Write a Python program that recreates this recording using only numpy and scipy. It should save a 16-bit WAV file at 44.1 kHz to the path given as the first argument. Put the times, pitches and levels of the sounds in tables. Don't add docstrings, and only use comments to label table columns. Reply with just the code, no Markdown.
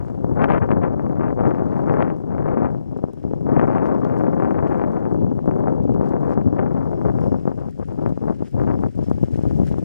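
import sys
import numpy as np
from scipy import signal
from scipy.fft import rfft, irfft
from scipy.io import wavfile
from scipy.ndimage import uniform_filter1d, minimum_filter1d

SR = 44100
rng = np.random.default_rng(int(sys.argv[2]) if len(sys.argv) > 2 else 0)


def output_pcm(signal):
    pcm = np.clip(np.atleast_2d(signal).T, -1, 1) * 32767
    wavfile.write(sys.argv[1], SR, np.round(pcm).astype(np.int16))


N = 433944
TIME = np.arange(N) / SR

# time in seconds, relative size in dB,
# sharpness in Hz, relative amount of flutter around the pop.
LARGE_EDDIES = [(.049, -20, 468, .2), (0.067, -25, 480, 0.17), (0.084, -21.5, 497, 0.28),
                (.1, -18.5, 444, 0.26), (0.245, -1.5, 309, 0.33), (.296, -7.5, 291, 0.83),
                (0.443, -1, 788, 1.1), (0.502, -6.5, 825, 0.57), (0.52, -8, 790, 1), (.533, -11.5, 840, .5),
                (0.581, -5, 628, 0.65), (0.716, -6, 720, 0.84), (.835, -12, 698, .9),
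                (0.996, -8, 477, 0.16), (1.208, -9.5, 412, 0.33), (1.221, -7, 396, .2),
                (1.375, -11, 386, 0.25), (1.401, -7.5, 480, .3), (1.475, -6.5, 335, 2.2),
                (1.509, -12.5, 695, .3), (1.548, -11, 538, .2), (1.605, -6.5, 324, 0.18),
                (1.622, -3, 301, 0.22), (1.897, -3.5, 558, 0.51), (1.94, -4.5, 520, 0.41),
                (2.006, -2.5, 594, 0.4), (2.025, -4, 803, 0.55), (2.048, -11.5, 520, 0.67),
                (2.102, -12, 690, .2), (2.382, -11, 540, 0.27), (2.479, -9, 450, .2),
                (2.572, -4.5, 400, 0.097), (2.647, -4, 425, 0.32), (2.655, -9, 510, 0.38),
                (2.748, -10, 362, 0.27), (2.913, -18, 285, 0.6), (2.964, -12.5, 320, 0.46),
                (2.989, -14, 315, 0.46), (3.04, -0.5, 292, 0.34), (3.085, -13, 290, 0.41),
                (3.24, -11.5, 278, 0.14), (3.251, -7, 218, 0.62), (3.336, -3.5, 296, 0.25),
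                (3.499, -8, 399, 0.49), (3.565, -3.5, 512, 0.38), (3.596, -0.5, 610, 0.7),
                (3.614, -4.5, 576, 0.33), (3.638, 2, 406, 1.1), (3.672, -11.5, 465, .4),
                (3.714, -6, 473, 0.06), (3.732, -9, 537, 0.17), (3.783, -7, 633, .3),
                (3.857, -5.5, 538, .2), (3.963, -10, 460, 0.28), (4.099, -9.5, 500, .2),
                (4.199, -15, 600, .2), (4.237, -3, 294, 0.34), (4.282, -2.5, 359, 0.25),
                (4.4, -4.5, 473, .3), (4.423, -2.5, 474, 0.12), (4.475, -6, 356, 0.19),
                (4.509, -5.5, 530, .2), (4.545, -8, 460, .3), (4.626, -6.5, 380, .25),
                (4.645, -6.5, 363, 0.28), (4.746, -8, 520, .4), (4.797, -8, 554, .3), (4.839, -4, 470, .2),
                (5.054, -10, 510, 0.24), (5.316, -5, 273, 0.8), (5.391, -8, 368, 0.13),
                (5.478, 0, 308, 1.1), (5.512, -10, 517, .3), (5.683, -2.5, 419, 0.54),
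                (5.963, -3.5, 295, 0.77), (6.012, -0.5, 343, 0.37), (6.136, -9.5, 450, 0.18),
                (6.166, -6, 398, 0.16), (6.307, -4, 383, .2), (6.376, 1, 342, 0.19),
                (6.413, -18.5, 595, 0.29), (6.47, -1, 154.3, 1.3), (6.528, -7.5, 336, 0.26),
                (6.593, -0.5, 559, 0.68), (6.662, -9, 463, 0.18), (6.748, -9.5, 265, 1.4),
                (7.015, -8, 398, 0.22), (7.052, -13.5, 407, 0.29), (7.069, -13, 434, .2),
                (7.085, -4.5, 372, 0.19), (7.187, -10.5, 463, 0.54), (7.32, -9, 390, 0.27),
                (7.344, -4.5, 340, 0.58), (7.455, -6, 289, 0.15), (7.477, -2, 350, 0.58),
                (7.517, -10, 378, 0.48), (7.686, -14, 312, 0.54), (7.798, -9.5, 284, 0.76),
                (7.828, -18.5, 418, 1.9), (8.027, -11, 337, 0.23), (8.062, -4.5, 507, 0.2),
                (8.123, -8.5, 263, 0.14), (8.176, -8, 315, 0.25), (8.239, -10, 337, 0.77),
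                (8.283, -6, 382, 0.88), (8.298, -6, 372, 0.29), (8.307, -5, 304, 0.48),
                (8.424, -5, 269, 0.43), (8.599, -11, 517, 0.56), (8.617, -8, 415, 0.36),
                (8.677, -9, 500, 0.78), (8.702, -5.5, 430, .6), (8.712, -12, 581, .2),
                (8.753, -11.5, 368, .2), (8.791, -14, 370, 0.17), (8.837, -5, 413, 0.44),
                (8.863, -10.5, 390, 0.22), (8.991, -5.5, 259, 0.51), (9.028, -8, 240, 0.79),
                (9.085, -9.5, 255, 0.64), (9.114, 1, 331, 0.23), (9.231, -1, 174.5, 0.41),
                (9.237, -3.5, 257, 0.14), (9.284, -13, 244, 0.62), (9.358, -9.5, 211, 0.2),
                (9.392, -5.5, 239.7, 1), (9.436, -5, 205, 0.21), (9.454, -9, 322, 0.85),
                (9.511, -10, 350, 0.16), (9.6, -4, 241.4, 0.62), (9.714, -3.5, 210, 0.68),
                (9.742, -10.5, 350, 0.069), (9.784, -8, 310, 0.58)]


def gain_of(db):
    return 10 ** (np.asarray(db) / 20)


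def unit_rms(x):
    return x / np.sqrt(np.mean(x ** 2) + 1e-20)


def follow(rows):
    times, *columns = np.transpose(sorted(map(tuple, rows)))
    return [uniform_filter1d(np.interp(TIME, times, column), size=441) for column in columns]


def add(mix, start_s, sound):
    part = mix[..., max(round(start_s * SR), 0):][..., :sound.shape[-1]]
    part += sound[..., :part.shape[-1]]


def bumps(rows):
    return sum(height * np.exp(-np.minimum(((TIME - s) / half) ** 2, 20)) for s, half, height in rows)


def colour(x, points):
    hz, db = np.transpose(points)
    curve_db = np.interp(np.log(np.fft.rfftfreq(N, 1 / SR) + 1), np.log(hz), db)
    return irfft(rfft(x) * gain_of(curve_db), N)


def wander(low_hz, high_hz):
    hz = np.fft.rfftfreq(N, 1 / SR)
    band = hz / np.hypot(hz, low_hz) / (1 + (hz / high_hz) ** 4)
    return unit_rms(irfft(rfft(rng.standard_normal(N)) * band, N))


def stereo(x, same):
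    shared = np.array([x[2], np.roll(x[2], 2)])
    return np.sqrt(same) * shared + np.sqrt(1 - same) * x[:2]


def airflow(attack_s=0.022, release_s=0.05, roar_exponent=1.7, lull_dulling=1.3):
    # time in seconds, level in dB, share of roar above the rumble in dB.
    headwind = [(0.0, -24, -12), (0.06, -27.5, -19), (0.2, -24, -20), (1.0, -18.5, -17.5),
                (2.1, -19, -14.5), (2.18, -24.5, -20.5), (2.65, -17, -11.5), (2.86, -28, -28.5),
                (2.96, -23.5, -26.5), (3.13, -32.5, -23.5), (3.52, -16.5, -27.5), (4.99, -18.5, -14.5),
                (5.4, -19, -28), (6.94, -19.5, -20), (7.43, -27.5, -26), (7.75, -27.5, -38),
                (8.5, -37.5, -24.5), (9.84, -22.5, -37.5)]
    # start and length in seconds, level in dB, share of roar in dB,
    # growth from start to end in dB.
    gust_cues = [(0.241, .09, -23.5, -30.5, 3.5), (0.353, 0.08, -15, -10, 8),
                 (0.483, 0.09, -14.5, -6, -3.5), (0.612, 0.038, -19, -8.5, -1),
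                 (0.678, 0.044, -14.5, -12.5, 3), (0.761, .04, -17.5, -15, -0.5),
                 (0.814, .05, -20, -6, -2.5), (1.196, 0.09, -22, -8, 0), (1.38, 0.13, -17, -12, 1),
                 (1.546, 0.048, -28, -6, 1.5), (1.664, 0.32, -20.5, -12.5, 6.5),
                 (1.863, 0.11, -20, -15.5, -0.5), (1.996, 0.12, -19.5, -9, -8), (2.288, 0.34, -23, -12, 0),
                 (3.255, 0.054, -22, -25.5, -1.5), (3.459, 0.11, -15.5, -13, 7.5),
                 (3.604, 0.35, -19, -8.5, -2), (4.011, .5, -19, -11, 1), (4.538, 0.31, -21, -9.5, -0.5),
                 (5.118, 0.17, -16, -28.5, 0.5), (5.471, 0.27, -17.5, -16, 1.5),
                 (5.796, 0.17, -14.5, -26, -0.5), (5.993, .41, -20.5, -13.5, -1.5),
                 (6.512, 0.15, -19.5, -14.5, 3), (6.695, 0.16, -25, -10, -2.5), (7.043, 0.042, -13, -15, 0),
                 (7.135, 0.21, -18, -18, -0.5), (7.266, 0.011, -15, -31.5, 1),
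                 (7.465, 0.045, -25.5, -15, -3.5), (7.57, 0.098, -27, -14, -1.5),
                 (7.881, 0.045, -24.5, -18, 2), (7.977, 0.125, -19, -20, 0), (8.206, 0.099, -21, -20, 3),
                 (8.372, 0.018, -23, -28.5, 5.5), (8.52, 0.034, -20.5, -25, 5),
                 (8.569, 0.065, -16, -16, 1.5), (8.66, 0.071, -16.5, -18, 1.5),
                 (8.763, 0.099, -19.5, -21, 7.5), (8.942, 0.23, -23.5, -29, 0.5),
                 (9.16, 0.024, -25, -26.5, 2), (9.29, 0.041, -25.5, -34, 5.5),
                 (9.455, 0.18, -18.5, -29.5, 4.5), (9.71, 0.11, -37.5, -20, 2)]
    # middle and half length in seconds, drop in dB (negative lifts).
    lulls = [(.15, 0.014, 0.5), (.595, 0.0099, 4), (.67, 0.013, 3.5), (.745, 0.011, 2.5), (.975, 0.019, 3),
             (1.355, 0.013, 4), (2.2, 0.025, 0.5), (2.255, 0.023, 2), (2.835, 0.023, -1),
             (3.435, 0.018, 0.5), (4.325, 0.019, 2), (5.425, 0.029, 1.5), (5.945, .013, 1.5),
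             (6.44, 0.014, 2.5), (6.515, .01, 3.5), (7.3, 0.015, 3.5), (7.43, 0.023, -0.5),
             (7.74, 0.033, 4.5), (8.04, 0.0098, 3), (8.152, 0.014, 1.5), (8.355, 0.012, 2.5),
             (8.51, 0.029, 2.5), (8.648, .017, 1), (8.765, 0.034, 0.5), (8.905, 0.029, 7.5),
             (8.945, .015, 5), (9.055, .014, 9.5), (9.155, 0.014, 2.5), (9.267, .012, 4),
             (9.415, 0.011, 16), (9.68, 0.011, -2)]
    wind_db, share_db = follow(headwind)
    power = gain_of(wind_db) ** 2
    roar = gain_of(wind_db + share_db) ** 2
    for start, length, db, roar_db, growth_db in gust_cues:
        t = np.arange(-attack_s / 2, length + 10 * release_s, 1 / SR)
        envelope = np.clip(t / attack_s + .5, 0, 1) * np.exp(-np.maximum(t - length, 0) / release_s)
        envelope *= gain_of(growth_db * (np.clip(t / length, 0, 1) - .5))
        add(power, start + t[0], (gain_of(db) * envelope) ** 2)
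        add(roar, start + t[0], (gain_of(db + roar_db) * envelope ** roar_exponent) ** 2)
    lull_db = bumps(lulls)
    return 10 * np.log10(power) - lull_db, 10 * np.log10(roar / power) - lull_dulling * lull_db


def eddies(at, size, sharp_hz):
    lag, middle = np.arange(441), 220
    sharp_hz = np.clip(sharp_hz, 110, 1100)[:, None]
    bells = np.hanning(len(lag)) ** .25 / np.cosh(np.pi ** 2 * sharp_hz * (lag - middle) / SR)
    pressure = np.bincount((at[:, None] + lag).ravel(), (size[:, None] * bells).ravel(), N + len(lag))
    return pressure[middle:][:N]


def mic_port(pressure, cut_hz=88):
    # frequency in Hz, gain in dB.
    port_tone = [(30, -7.5), (60, 1), (110, 3), (200, 3.5), (350, 2), (700, 1), (1400, 1.5), (2400, 1),
                 (3100, 0), (3900, -6.5), (5000, 0.5), (7000, 5)]
    swing = signal.sosfilt(signal.butter(2, cut_hz, "high", fs=SR, output="sos"), pressure)
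    return colour(swing * signal.windows.tukey(N, .001), port_tone)


def gusts(crowding=10, clump_db=1.25, size_db=3.0, push=0.25, surge_db=1.24, level_db=-0.26,
          stall_db=4.5, lead_s=0.0027, stall_s=0.0039):
    gust_db, roar_db = airflow()
    surge = wander(low_hz=6.6, high_hz=23)
    pace_hz = 6400 / np.maximum(8 - roar_db - 0.09 * surge, 5)
    at = np.flatnonzero(rng.random(N) < crowding * pace_hz / SR)
    slowness = pace_hz.mean() / pace_hz[at]
    clump = wander(low_hz=26, high_hz=93)[at]
    clump = np.minimum(clump, 2 * np.tanh(clump / 2))
    spread, polarity = rng.standard_normal((N, 2))[at].T
    pop_times = np.transpose(LARGE_EDDIES)[0]
    stall = np.exp(-((TIME[at, None] - pop_times + lead_s) / stall_s) ** 2).max(1)
    sputter_db = clump_db * clump * slowness ** 0.76 + size_db * spread * slowness ** 0.13
    strength = gain_of(sputter_db - stall_db * stall)
    sharpening = np.minimum(strength, 2.6) ** (0.58 * slowness ** 0.14)
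    sharp_hz = pace_hz[at] * sharpening / slowness ** 0.29
    stream = mic_port(eddies(at, strength * np.tanh(2 * (push + polarity)), sharp_hz))
    power = uniform_filter1d(uniform_filter1d(stream ** 2, size=2200), size=1200)
    return stream / np.sqrt(abs(power) + 1e-9) * gain_of(gust_db + surge_db * surge + level_db)


def buffets(level_db=0.5, suck=0.21, lag_s=0.00099, wake_sharpness=0.16,
            flutter_turns=2.5, flutter_db=2, count=12):
    times, db, sharp_hz, flutter = np.transpose(LARGE_EDDIES)
    size = gain_of(db + level_db)
    at = np.round(times * SR).astype(int)
    pressure = eddies(at, size, sharp_hz)
    pressure -= eddies(at + round(lag_s * SR), suck * size, wake_sharpness * sharp_hz)
    for offset, polarity, shape in rng.standard_normal((len(at), count, 3)).transpose(1, 2, 0):
        offset_s = offset * flutter_turns / sharp_hz
        near = np.clip(at + np.round(offset_s * SR).astype(int), 0, N - 1)
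        share = gain_of(flutter_db) * flutter * np.tanh(2 * polarity) / np.sqrt(count)
        pressure += eddies(near, size * share, sharp_hz * np.exp(0.031 * shape))
    return mic_port(pressure)


def wind(dull_hz=1600, bass_hz=125, bass_trim_db=-2.5):
    # time in seconds, relative bass gain in dB.
    bass_weight = [(0.0, 11.5), (0.4, 2.5), (0.76, 5.5), (1.98, -3), (2.4, 6.5), (4.0, -5.5), (4.6, -1),
                   (5.6, -5.5), (6.5, 0.5), (7.3, 4), (8.6, 4), (9.3, 7.5), (9.84, 4.5)]
    left = gusts() + buffets()
    bass = signal.sosfiltfilt(signal.butter(2, bass_hz, fs=SR, output="sos"), left)
    left += bass * (gain_of(follow(bass_weight)[0] + bass_trim_db) - 1)
    lowpass = signal.butter(1, dull_hz, fs=SR)
    right = -.5 * signal.lfilter(*lowpass, signal.lfilter(*lowpass, left))
    return np.array([left, right])


def friction_db():
    # time in seconds, friction level in dB.
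    glide = [(0.0, -76.5), (0.8, -81), (1.8, -76.5), (2.3, -80.5), (3.8, -77), (6.8, -78), (7.25, -73.5),
             (7.7, -75.5), (8.95, -72.5), (9.5, -69.5), (9.84, -69.5)]
    # middle and half length in seconds, rise in dB.
    scrapes = [(3.867, .02, 4.5), (4.186, 0.027, 6), (4.723, 0.025, 4), (6.068, 0.039, 6.5),
               (6.317, 0.029, 8.5), (7.227, 0.023, 2), (8.468, 0.018, 6), (9.238, 0.026, 4.5),
               (9.35, 0.027, 5), (9.49, 0.022, 4), (9.683, 0.027, 6.5)]
    return follow(glide)[0] + bumps(scrapes)


def runners(level_db=9.5, flicker_db=-0.2, grains_per_s=350, grain_db=-3, patch_db=3, brighten=0.1,
            note_db=-1, width_hz=440, waver_db=0.2, waver_hz=90):
    # frequency in Hz, gain in dB.
    snow_tone = [(400, -13.5), (1500, 10), (2400, 3.5), (2950, 3.5), (3700, -2), (4600, -1.5), (5400, -1),
                 (6800, -3), (9000, -6), (10300, -10), (11800, -20), (14000, -13), (15800, -26.5)]
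    # time in seconds, pitch in Hz,
    # level against the hiss in dB before the note_db trim.
    runner_note = [(0, 5250, -27), (3, 5290, -12.5), (5.5, 5610, -21), (7.3, 5180, -10), (7.5, 5080, -13),
                   (9.1, 4970, -14), (9.84, 5600, -20)]
    drag_db = friction_db()
    friction = gain_of(drag_db + level_db + flicker_db * wander(low_hz=3, high_hz=30))
    grains = (rng.random((3, N)) < grains_per_s / SR) * rng.standard_normal((3, N))
    grains *= gain_of(1.9 * np.minimum(rng.exponential(1, (3, N)), 4))
    shear = stereo(rng.standard_normal((3, N)) + gain_of(grain_db) * unit_rms(grains), same=0.41)
    coarse = signal.lfilter(*signal.butter(1, 6500, fs=SR), shear)
    fineness = gain_of(patch_db * wander(low_hz=2.4, high_hz=40) + brighten * (drag_db - drag_db.mean()))
    hiss = colour(coarse / fineness + (shear - coarse) * fineness, snow_tone)
    hz, ring_db = follow(runner_note)
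    load = wander(low_hz=6.4, high_hz=25)
    carrier = np.cos(2 * np.pi * np.cumsum(hz + waver_hz * load) / SR)
    rub = stereo(rng.standard_normal((3, N)), same=0.8)
    ring = carrier * signal.lfilter(*signal.butter(2, width_hz / 2, fs=SR), rub)
    return friction * (unit_rms(hiss) + gain_of(ring_db + note_db + waver_db * load) * unit_rms(ring))


def crunch(clumps_per_s=70, size_db=4.0, decay_s=0.0032, grains_per_s=2500,
           band_hz=(4200, 9500), level_db=-3):
    breaks = (rng.random(N) < clumps_per_s / SR) * gain_of(size_db * np.minimum(rng.exponential(1, N), 3))
    spray = signal.lfilter([1], [1, -np.exp(-1 / (decay_s * SR))], breaks)
    grains = stereo((rng.random((3, N)) < grains_per_s / SR) * rng.standard_normal((3, N)), same=0.28)
    band = signal.butter(2, band_hz, "band", fs=SR)
    return gain_of(friction_db() + level_db) * unit_rms(signal.lfilter(*band, spray * grains))


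def ticks(ring_hz=5190, low_hz=2400):
    # start in seconds, level in dB, decay in seconds, left over right in dB,
    # share that rings the runner, upper edge of the puff in Hz.
    snaps = [(.082, -66, .01, -4, 0, 9000), (.245, -60, .003, 1, 0.04, 6000),
             (0.441, -54, 0.0017, 10, 0.94, 8000), (1.119, -62, .003, -4, 0.21, 8000),
             (1.478, -66, .016, 6, 0.3, 7000), (1.776, -62, .002, -2, 0.03, 8000),
             (1.93, -66, 0.0073, -3, 0.89, 6000), (2.972, -57, 0.0019, 1, 0, 8000),
             (3.133, -60, 0.0017, -19, 0.21, 13000), (3.946, -68, 0.017, 6, 0.4, 9000),
             (4.046, -49, 0.0034, -1, 0.19, 5850), (5.841, -59, 0.0032, 3, 0.44, 7500),
             (6.31, -71, .015, -1, 0.15, 11000), (7.708, -61, .003, 9, 0, 13000),
             (8.092, -57, .005, 8, 0, 11000), (8.455, -71, .012, 0, 0.23, 9000),
             (9.03, -61.5, 0.049, 2, 0.67, 9000), (9.355, -58, .004, 0, 0, 14000),
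             (9.653, -63, 0.032, 6, 0.45, 13000)]
    out, t = np.zeros((2, N)), np.arange(SR // 5) / SR
    runner_mode = signal.iirpeak(ring_hz, Q=30, fs=SR)
    for start, db, decay, pan_db, ringing, top_hz in snaps:
        band = signal.butter(2, [low_hz, top_hz], "band", fs=SR)
        noise = stereo(rng.standard_normal((3, len(t))), same=0.73)
        puff = unit_rms(signal.lfilter(*band, noise)) * np.exp(-t / decay)
        ring = ringing * unit_rms(signal.lfilter(*runner_mode, noise)) * np.exp(-t / decay / 0.82)
        add(out, start, (puff + ring) * gain_of(db + np.array([[pan_db], [-pan_db]]) / 2))
    return out


def squeaks(waver=.015, width_hz=260):
    # start and length in seconds, first and last pitch in Hz, level in dB.
    squeals = [(7.18, .11, 5500, 5600, -73), (7.305, 0.062, 6400, 5900, -74),
               (7.355, 0.054, 5850, 5400, -71)]
    out = np.zeros(N)
    wobble = wander(low_hz=20, high_hz=200)
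    grip = wander(low_hz=20, high_hz=width_hz / 2)
    for start, length, first_hz, last_hz, db in squeals:
        n, at = round(length * SR), round(start * SR)
        hz = np.linspace(first_hz, last_hz, n) * (1 + waver * wobble[at:][:n])
        tone = np.sin(2 * np.pi * np.cumsum(hz) / SR)
        add(out, start, gain_of(db) * np.hanning(n) * grip[at:][:n] * tone)
    return out


def scene():
    return wind() + runners() + crunch() + ticks() + squeaks()


def record(dry, hiss_db=-87, ceiling=.77, edge_hz=15750):
    x = dry + gain_of(hiss_db) * rng.standard_normal((2, N))
    needed_gain = np.minimum(1, ceiling / (abs(x).max(0) + 1e-9))
    held_gain = minimum_filter1d(needed_gain, size=301)
    x *= uniform_filter1d(uniform_filter1d(held_gain, size=151), size=151)
    lowpass = signal.firwin(511, edge_hz, window=("kaiser", 9), fs=SR)
    return signal.oaconvolve(x, lowpass[None], "same")


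dry = scene()
out = record(dry)
output_pcm(out)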